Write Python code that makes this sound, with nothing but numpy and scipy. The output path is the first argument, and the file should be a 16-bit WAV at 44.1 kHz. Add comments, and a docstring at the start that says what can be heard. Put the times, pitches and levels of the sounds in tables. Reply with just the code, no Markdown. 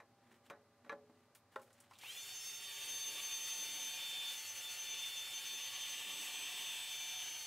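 """A hair dryer spins up and is waved over a printed shirt: its fan whines in harmonics of the rotation,
turbulence roars in the duct, and the jet hisses and buffets the cloth. The tones swell and fade as
direct and reflected waves interfere. Before it starts, a wooden screen-printing frame is handled:
a squeegee wipes ink, knocks and is set down, and the frame is lifted, its taut mesh rumbling.
The small room hums faintly throughout."""
import sys
import numpy as np
from scipy import signal
from scipy.fft import rfft, irfft
from scipy.io import wavfile

SR = 44100
rng = np.random.default_rng(int(sys.argv[2]) if len(sys.argv) > 2 else 0)


def wav_out(sig):
    """Save sig, one row per channel (or a flat mono array), as 16-bit PCM at SR to the path in sys.argv[1]."""
    wavfile.write(sys.argv[1], SR, np.round(np.clip(np.atleast_2d(sig).T, -1, 1) * 32767).astype(np.int16))


N = 328986
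TIME = np.arange(N) / SR
SWITCH_ON_S = 1.952
# poses of the dryer: (start t/s, end t/s, length of the move/s)
OVER_SHIRT, TILTED, HELD_LOW = (2.56, 9, .45), (2.82, 3.94, .057), (5.9, 6.97, .16)
# full rotation rate of the fan, sagging a little after the start: (t/s, f/Hz)
FULL_SPEED = [(2.2, 899), (2.5, 901), (3.3, 895), (3.7, 893), (4.6, 885), (5.7, 889.5), (7.3, 887),
              (7.46, 883)]
# blows on wood: (t/s, frame level/dB, squeegee level/dB, bench level/dB, crack level/dB, rattle/s)
BLOWS = [(0.001, -57.5, -57.5, -57, -61, 0.024), (0.4995, -62, -48.5, -73, -48, 0.0097),
         (0.505, -48, -52, -51.5, -66, 0.042), (0.8472, -64, -65, -74, -64, 0.014),
         (0.862, -66, -69, -60, -71, 0.016), (0.8948, -50.5, -39.5, -55, -56, 0.025),
         (0.919, -53, -57, -51.5, -60, 0.01), (0.926, -49, -62, -42, -62, 0.0054),
         (1.0965, -70, -75, -57.5, -80, 0.0082), (1.5593, -36.5, -53, -78, -51, .005),
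         (1.704, -68.5, -76, -87, -60, 0.0088)]


def fan_tones(whine_harmonic=4, beaming_hz=5500, hand_m_per_s=.55, steadying=.733):
    """A rotor radiates harmonics of its rotation; short, weakly aimed waves flutter most. In stereo."""
    # (harmonic number, level/dB, change when tilted/dB, change when held low/dB)
    harmonics = [(1, -71.5, 2, 0.5), (2, -70, -1, 1), (3, -79, -10, 12), (4, -51, -0.5, -0.5),
                 (5, -59, 1.5, -4), (6, -66.5, 0, -0.5), (7, -50.5, 3.5, -4.5), (8, -64, 1, -3),
                 (9, -66.5, 3.5, 9), (10, -72.5, 6.5, -5), (11, -71, 2, 2), (12, -70.5, 1, -5),
                 (13, -73, 2, -2), (14, -73.5, 0, 2), (16, -75.5, 0, 6), (17, -80, 7, -3)]
    # directivity of the main whine as the aim changes: (t/s, level/dB)
    whine_aim = [(2.2, -5.5), (3.1, 0), (3.82, -1), (4.28, 6.5), (4.42, -8), (4.82, -4.5), (4.93, 3),
                 (6.2, -3.5), (6.9, 1.5), (7.22, -2.5), (7.28, -14), (7.46, -9)]
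    # peaks and dips from duct resonances and standing waves in the room:
    # (t/s, harmonic number, half-length/s, level change/dB)
    swells = [(2.05, 4, 0.021, 12.5), (2.103, 4, 0.021, 14), (2.104, 7, 0.059, -13), (2.114, 3, 0.048, 18),
              (2.174, 4, 0.0082, 10.5), (2.25, 8, .2, 6), (2.27, 7, 0.045, -16), (2.45, 6, 0.15, 10),
              (2.727, 7, 0.17, -6.5), (3.172, 7, 0.052, -7), (4.173, 7, .22, -11.5), (4.537, 4, .04, -10),
              (4.643, 7, 0.042, -17), (4.662, 4, 0.029, 7), (4.75, 4, .02, -11), (5.117, 7, 0.044, -17),
              (5.28, 7, 0.04, -16), (5.436, 7, 0.021, -17)]
    tilted, low, far = during(*TILTED), during(*HELD_LOW), 1 - during(*OVER_SHIRT)
    waving = 1 - steadying * during(HELD_LOW[0], 2 * TIME[-1], HELD_LOW[2])  # calmer once lowered
    angle = fan_angle()
    travel_m = np.cumsum(hand_m_per_s * waving * (1 + .2 * drift(1.59))) / SR
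    run_up_db = 13 * np.log10(run_up())  # times k below: higher harmonics enter later
    out = np.zeros((2, N))
    for k, db, tilted_db, low_db in harmonics:
        hz = k * np.mean(FULL_SPEED, axis=0)[1]
        aim_db = tilted_db * tilted + low_db * low
        aim_db += sum(change_db * swell(s, half_s, half_s)
                      for s, harmonic, half_s, change_db in swells if harmonic == k)
        if k == whine_harmonic:
            aim_db += in_time(whine_aim)
        far_db = -9 if k <= 2 else -2
        level_db = db + aim_db + k * run_up_db + far * far_db + 1.32 * drift(22)
        reflected_share = .27 * np.sqrt(waving) * min(hz / beaming_hz, 2) * from_db(-.72 * aim_db)
        flutter = interference(hz, travel_m, reflected_share)
        wave = np.real(flutter * np.exp(1j * (k * angle + rng.uniform(0, 2 * np.pi))))
        pan_db = .1 * min(hz / beaming_hz, 1) * drift(4.5)
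        out += np.sqrt(2) * wave * from_db([level_db + pan_db, level_db - pan_db])
    return out


def fan_angle(wobble=.000912, wander=.000597):
    """Phase is the integral of the rotation rate, which rises, sags and wavers."""
    turns_per_s = in_time(FULL_SPEED) * run_up() * (1 + wobble * drift(24.7) + wander * drift(3))
    return 2 * np.pi * np.cumsum(turns_per_s) / SR


def run_up(time_constant_s=.111):
    """Steady torque against quadratic air drag: the share of full speed follows a tanh."""
    return np.maximum(np.tanh((TIME - SWITCH_ON_S) / time_constant_s), 1e-6)


def interference(hz, travel_m, share, sound_m_per_s=343):
    """Superposition: a direct wave beats against reflections whose paths change as the hand travels."""
    # paths by table, wall and body: (change of length per unit of hand travel, relative amplitude)
    paths = [(1.2, 1.4), (-.8, 0.57), (.45, 0.56)]
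    wavelengths = travel_m * hz / sound_m_per_s
    reflected = sum(gain * np.exp(2j * np.pi * (slant * wavelengths + rng.random()))
                    for slant, gain in paths)
    mean_power = 1 + share ** 2 * sum(gain ** 2 for _, gain in paths)
    return (1 + share * reflected) / np.sqrt(mean_power)


def dryer_noise(buzz_hz=400, buzz_db=-81, delay_s=.017):
    """Flow noise and the motor's mains buzz set in just after the switch closes."""
    running = np.clip((TIME - SWITCH_ON_S - delay_s) * 20, 0, 1)
    buzz = np.sqrt(2) * from_db(buzz_db + 2 * drift(.62)) * np.sin(2 * np.pi * buzz_hz * TIME)
    airflow = duct_roar() + nozzle_hiss() + cloth_buffeting()
    return running * (early_reflections(airflow) + buzz)


def duct_roar(resonant_db=-2, broadband_db=-3):
    """Turbulence excites the resonances of the air passage, louder as the dryer comes closer."""
    # duct resonances: (f/Hz, bandwidth/Hz, level/dB)
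    modes = [(512, 48, -14.5), (748, 20.4, -5.5), (919, 25, -8.5), (1125, 95, -10.5), (1570, 410, -24.5),
             (1814, 420, -12), (1950, 250, -11.5), (2352, 93, -1), (2750, 215, 0), (3118, 89, 3.5),
             (3385, 420, -5.5)]
    # turbulence spectrum: (f/Hz, level/dB)
    spectrum = [(100, -53), (300, -28), (700, -25), (1400, -16), (2100, -9), (2400, -6.5), (3200, 1),
                (3700, -6.5), (4600, -12.5), (6500, -21), (15000, -42)]
    # strength of the roar with changing distance: (t/s, level/dB)
    closeness = [(2.1, -56), (2.3, -57.5), (2.55, -57.5), (2.85, -51.5), (2.96, -55), (3.17, -51),
                 (3.4, -53), (4.27, -50.5), (4.45, -53.5), (4.98, -51), (5.2, -52.5), (5.95, -49),
                 (6.75, -48.5), (7.05, -52.5), (7.24, -49.5), (7.46, -53.5)]
    level_db = in_time(closeness) + 20 * np.log10(run_up()) + .95 * drift(25) + .48 * drift(5.8)
    roar = from_db(resonant_db) * resonant_noise(modes) + from_db(broadband_db) * noise(spectrum)
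    return from_db(level_db) * roar


def nozzle_hiss(jet_db=-54, rim_db=-72):
    """Treble is directional: jet hiss and rim sizzle grow as the nozzle tilts towards the listener."""
    # jet spectrum: (f/Hz, level/dB)
    spectrum = [(500, -16.5), (2000, 3.5), (4000, -4.5), (5000, 0.5), (5900, 3.5), (6800, 3.5), (8400, 1),
                (9600, 3.5), (10400, -2), (11500, 1), (12900, -3), (14300, 0), (16000, -3.5)]
    # rim resonances: (f/Hz, bandwidth/Hz, level/dB)
    rim_modes = [(10500, 570, 1), (11670, 800, 1)]
    tilted, far = during(*TILTED), 1 - during(*OVER_SHIRT)
    jet = from_db(jet_db + 1.3 * tilted - far + 1.25 * drift(11)) * noise(spectrum)
    rim = from_db(rim_db + 11 * tilted) * resonant_noise(rim_modes)
    return run_up() ** 1.5 * (jet + rim)


def cloth_buffeting(steady_db=-78, flapping_db=1.5):
    """The jet strikes the shirt; its steady rumble and its gusts add in power."""
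    # the jet catches the cloth: (t/s, half-length/s, level/dB)
    gusts = [(2.91, 0.08, -68.5), (3.13, .07, -65.5), (3.676, 0.31, -67.5), (4.1, 0.41, -74.5),
             (4.957, 0.072, -73), (5.326, 0.13, -74), (5.556, 0.074, -70), (6.195, 0.2, -64),
             (6.534, 0.2, -69.5), (7.205, 0.046, -79)]
    # buffeting spectrum: (f/Hz, level/dB)
    spectrum = [(40, -33), (110, -25), (180, 6), (255, 2.5), (420, 8.5), (700, -6), (2000, -35)]
    power = (from_db(steady_db) * run_up()) ** 2
    power += sum((from_db(db) * swell(s, half_s, half_s)) ** 2 for s, half_s, db in gusts)
    return np.sqrt(power) * from_db(flapping_db * drift(8)) * noise(spectrum)


def early_reflections(x, share=.26, sway_s=.0002):
    """Comb filtering: nearby surfaces return the sound with delays that vary as the hand moves."""
    out = x.copy()
    oversampled = signal.resample_poly(x, 4, 1)
    for lag_s in (.0013, .0034, .0071):
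        position = (TIME - lag_s - sway_s * drift(.73)) * SR * 4
        out += share * np.interp(position, np.arange(len(oversampled)), oversampled)
    return out / np.sqrt(1 + 2 * share ** 2)


def wood_knocks(body_db=-5, crack_hz=3000, bass_cut_hz=170):
    """An impulse and a rattle of the joints excite the modes of three bodies, with a dry crack on top."""
    # modes of each body: (f/Hz, level/dB, T60/s)
    frame = [(415, -6.5, 0.037), (532, -6.5, 0.19), (617, -10, 0.23), (700, -8, 0.066), (825, -3, 0.1),
             (1058, -1, 0.051), (1200, -4, 0.031), (1350, -1, 0.038), (1516, -0.5, 0.056),
             (1892, -1, 0.029), (2110, -12, 0.037), (2870, -21, 0.095), (3730, -9.5, 0.016)]
    squeegee = [(474, -3.5, 0.11), (970, -10, 0.094), (1150, -2, .06), (1359, -11.5, 0.059),
                (1702, -1.5, 0.057), (1780, -10, .06), (2070, -6.5, 0.051), (2430, 4, 0.01),
                (3260, -11.5, 0.025), (3950, -6.5, .022), (6140, -14, 0.013)]
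    bench = [(181.5, -22.5, 0.49), (257, -49, 0.24), (322, -13, 0.18), (423, -20.5, 0.8), (565, 2, 0.11),
             (580, -16, .45), (733, -4.5, 0.12)]
    crack_lowpass = signal.butter(1, crack_hz, fs=SR, output="sos")
    out = np.zeros(N)
    for s, frame_db, squeegee_db, bench_db, crack_db, rattle_s in BLOWS:
        rattle = decaying_noise(4 * rattle_s)
        force = rattle / np.linalg.norm(rattle)
        force[0] += 1
        for modes, db in ((frame, frame_db), (squeegee, squeegee_db), (bench, bench_db)):
            add(out, s, from_db(db + body_db) * ring(force, modes))
        crack = signal.sosfilt(crack_lowpass, decaying_noise(t60=.062))
        add(out, s, from_db(crack_db) * crack)
    # a high-pass takes away the lowest frequencies of the knocks
    return signal.sosfilt(signal.butter(2, bass_cut_hz, "high", fs=SR, output="sos"), out)


def clicks(gain_db=-1):
    """Each light contact excites one broad, heavily damped resonance."""
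    # hinge, plastic handle and switch: (t/s, level/dB, f/Hz, bandwidth/Hz, T60/s)
    contacts = [(1.349, -63, 10500, 11000, 0.13), (1.350, -65.5, 1600, 1500, 0.13),
                (1.616, -68.5, 8300, 9100, 0.2), (1.728, -69.5, 7500, 4000, 0.13),
                (1.802, -62.5, 8340, 3500, .1), (1.91, -58.5, 1060, 300, 0.069),
                (1.910, -75, 2900, 5000, .08), (1.934, -64, 2660, 1500, 0.11),
                (1.954, -65, 3570, 250, 0.07), (1.987, -60, 5500, 8000, 0.061),
                (2.013, -62, 3600, 700, .08), (2.034, -55.5, 900, 450, 0.043)]
    out = np.zeros(N)
    for s, db, hz, width_hz, t60 in contacts:
        burst = resonance(decaying_noise(t60), hz, width_hz)
        add(out, s, from_db(db + gain_db) * burst / np.std(burst[:SR // 100]))
    return out


def rubbing(scrape_db=-4, swish_db=-1, grain_db=3.5):
    """Sliding friction of rubber and wood makes an uneven, grainy noise."""
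    # spectra of the low scrape and the fine swish: (f/Hz, level/dB)
    scrape_spectrum = [(100, -15), (250, -13), (700, 8), (1900, 11), (3000, 0), (6000, -23)]
    swish_spectrum = [(1000, -32), (3000, 6), (5000, -5), (8000, -2), (12000, -9), (16000, -8)]
    scrape_envelope, swish_envelope = stroke_envelopes()
    grain = from_db(grain_db * drift(60))
    scrape = scrape_envelope * from_db(scrape_db) * noise(scrape_spectrum)
    swish = swish_envelope * from_db(swish_db) * noise(swish_spectrum)
    return grain * (scrape + swish)


def stroke_envelopes():
    """Friction noise rises and falls with each stroke: the amplitudes of scrape and swish."""
    # squeegee strokes and frame slides: (peak t/s, rise/s, fall/s, scrape level/dB, swish level/dB)
    strokes = [(0.23, .05, .06, -79.5, -91), (0.345, 0.056, 0.038, -68, -75.5),
               (0.475, 0.035, 0.029, -75, -77), (0.86, .025, .06, -73, -87), (1.2, 0.13, .14, -81.5, -86),
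               (1.53, .02, 0.17, -72, -77), (1.79, 0.032, 0.11, -71.5, -75), (1.98, 0.067, .025, -80, -71)]
    return sum(from_db([[scrape_db], [swish_db]]) * swell(s, rise_s, fall_s)
               for s, rise_s, fall_s, scrape_db, swish_db in strokes)


def mesh_rumble(held_db=-79.5, scrape_db=-.5, jolt_db=-16, t60=.45, squeegee_off_s=1, frame_up_s=1.95):
    """The taut mesh is a membrane, driven by hands and scraping and ringing on after each bench jolt."""
    # membrane modes: (f/Hz, bandwidth/Hz, level/dB)
    modes = [(175, 23, -14.5), (244.7, 6.9, 8.5), (297, 12, -4.5), (340, 95, -7)]
    held = from_db(held_db) * np.clip((frame_up_s - TIME) * 10 + 1, 0, 1)
    scraped = from_db(scrape_db) * stroke_envelopes()[0] * (TIME < squeegee_off_s)
    power = held ** 2 + scraped ** 2
    for s, _, _, bench_db, _, _ in BLOWS:
        ring_db = min(bench_db, -54) + jolt_db - 60 * np.abs(TIME - s) / t60
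        power += from_db(ring_db) ** 2 * (TIME >= s)
    return np.sqrt(power) * resonant_noise(modes)


def reverberation(x, wet_db=-15, build_s=.0033):
    """The room's diffuse field builds up quickly and decays faster in the treble."""
    # reverberation time: (f/Hz, T60/s)
    decay = [(150, 0.4), (500, 0.38), (1500, 0.16), (4000, 0.075), (12000, 0.096)]
    edges_hz = np.geomspace(90, 16000, num=8)
    tail = np.zeros(SR)
    for low, high in zip(edges_hz, edges_hz[1:]):
        band = signal.butter(2, [low, high], "band", fs=SR, output="sos")
        tail += signal.sosfilt(band, decaying_noise(at_hz(decay, np.sqrt(low * high)), length_s=1))
    tail *= 1 - np.exp(-TIME[:SR] / build_s)
    return from_db(wet_db) * signal.fftconvolve(x, tail / np.linalg.norm(tail))[:N]


def background(rumble_db=-75.5, waver_db=2):
    """Broadband room rumble lies under an appliance hum, modulated in amplitude and phase."""
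    # rumble spectrum: (f/Hz, level/dB)
    spectrum = [(20, -21), (50, -15), (80, -7), (100, 7), (125, -0.5), (155, -2), (250, -1.5), (350, -6),
                (600, -2.5), (1100, -4.5), (2500, -13.5), (6000, -31), (15000, -48)]
    # hum partials: (f/Hz, level/dB)
    partials = [(98, -87), (120, -85), (400, -100), (572, -83.5), (800, -85), (1200, -88.5), (2000, -95)]
    hum = np.zeros(N)
    for hz, db in partials:
        amplitude = np.sqrt(2) * from_db(db + waver_db * drift(3.1))
        hum += amplitude * np.sin(2 * np.pi * hz * TIME + .5 * drift(3.1))
    return from_db(rumble_db) * noise(spectrum) + hum


def from_db(db):
    """Level to amplitude ratio."""
    return 10 ** (np.asarray(db) / 20)


def unit_rms(x):
    """Normalise to a mean power of 1."""
    return x / np.sqrt(np.mean(x ** 2) + 1e-20)


def in_time(points):
    """Interpolate (t/s, value) points at every sample."""
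    return np.interp(TIME, *np.transpose(points))


def at_hz(points, hz):
    """Interpolate (f/Hz, value) points on a logarithmic frequency axis."""
    known_hz, values = np.transpose(points)
    return np.interp(np.log(np.maximum(hz, 1)), np.log(known_hz), values)


def swell(s, rise_s, fall_s):
    """A Gaussian bump of height 1 with unequal flanks."""
    flank_s = np.where(TIME < s, rise_s, fall_s)
    return np.exp(-np.minimum(((TIME - s) / flank_s) ** 2, 50))


def during(from_s, to_s, move_s):
    """A smooth window, 1 while a pose is held."""
    return (np.tanh(2 * (TIME - from_s) / move_s) - np.tanh(2 * (TIME - to_s) / move_s)) / 2


def drift(rate_hz, hop=40):
    """Low-passed noise: a smooth random wandering of unit rms."""
    pole = np.exp(-2 * np.pi * hop * rate_hz / SR)
    slow = signal.lfilter([1], [1, -2 * pole, pole * pole], rng.standard_normal(N // hop + 2002))[2000:]
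    return np.interp(np.arange(N) / hop, np.arange(len(slow)), unit_rms(slow))


def coloured(x, spectrum, size=2 ** 19):
    """Filter by multiplication in the frequency domain."""
    hz = np.arange(size // 2 + 1) * SR / size
    return irfft(rfft(x, size) * from_db(at_hz(spectrum, hz)))[:N]


def noise(spectrum):
    """Coloured noise of unit rms."""
    return unit_rms(coloured(rng.standard_normal(N), spectrum))


def decaying_noise(t60, length_s=.5):
    """White noise decaying exponentially, 60 dB in t60 seconds."""
    t = np.arange(int(length_s * SR)) / SR
    return rng.standard_normal(len(t)) * np.exp(-np.log(1000) * t / t60)


def resonance(x, hz, width_hz):
    """A two-pole resonator with a peak gain of 1."""
    r = np.exp(-np.pi * width_hz / SR)
    feedback = [1, -2 * r * np.cos(2 * np.pi * hz / SR), r * r]
    return signal.lfilter(np.array([1, 0, -1]) * (1 - r * r) / 2, feedback, x)


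def resonant_noise(modes):
    """Random forcing of parallel resonators, scaled to unit rms."""
    drive = rng.standard_normal(N)
    return unit_rms(sum((-1) ** k * from_db(db) * resonance(drive, hz, width_hz)
                        for k, (hz, width_hz, db) in enumerate(modes)))


def ring(force, modes):
    """Modal response: a force convolved with damped sinusoids of alternating sign."""
    t = np.arange(SR // 2) / SR
    response = sum((-1) ** k * from_db(db) * np.sin(2 * np.pi * hz * t) * np.exp(-np.log(1000) * t / t60)
                   for k, (hz, db, t60) in enumerate(modes))
    return signal.fftconvolve(force, response)


def add(track, s, sound):
    """Superpose a sound on a track, starting at s seconds."""
    start = max(round(s * SR), 0)
    track[start:start + len(sound)] += sound[:N - start]


def scene(self_noise_db=-82):
    """All sources superpose at two close microphones, which differ mainly in diffuse treble and hiss."""
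    # side signal relative to mid: (f/Hz, level/dB)
    width = [(100, -46), (350, -73), (650, -27), (1000, -51), (2600, -90), (3600, -16.5), (9000, -29.5),
             (12000, -56), (13500, -6), (15500, -10.5)]
    # self-noise spectrum of each microphone: (f/Hz, level/dB)
    hiss = [(100, -31), (500, 3.5), (1000, -4), (2000, -13), (4000, 5.5), (8000, -1), (12000, -3.5),
            (15000, -9)]
    handling = wood_knocks() + clicks()
    mid = handling + reverberation(handling) + rubbing() + mesh_rumble() + dryer_noise() + background()
    diffuse = decaying_noise(t60=.18, length_s=.15)
    scattered = signal.fftconvolve(mid, diffuse / np.linalg.norm(diffuse))[:N]
    side = coloured(scattered, width)
    self_noise = from_db(self_noise_db) * np.array([noise(hiss), noise(hiss)])
    return np.array([mid + side, mid - side]) + fan_tones() + self_noise


def record(dry, cutoff_hz=15700):
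    """An elliptic low-pass filter cuts the highest treble steeply."""
    return signal.sosfilt(signal.ellip(12, .1, 70, cutoff_hz, fs=SR, output="sos"), dry)


dry = scene()
out = record(dry)
wav_out(out)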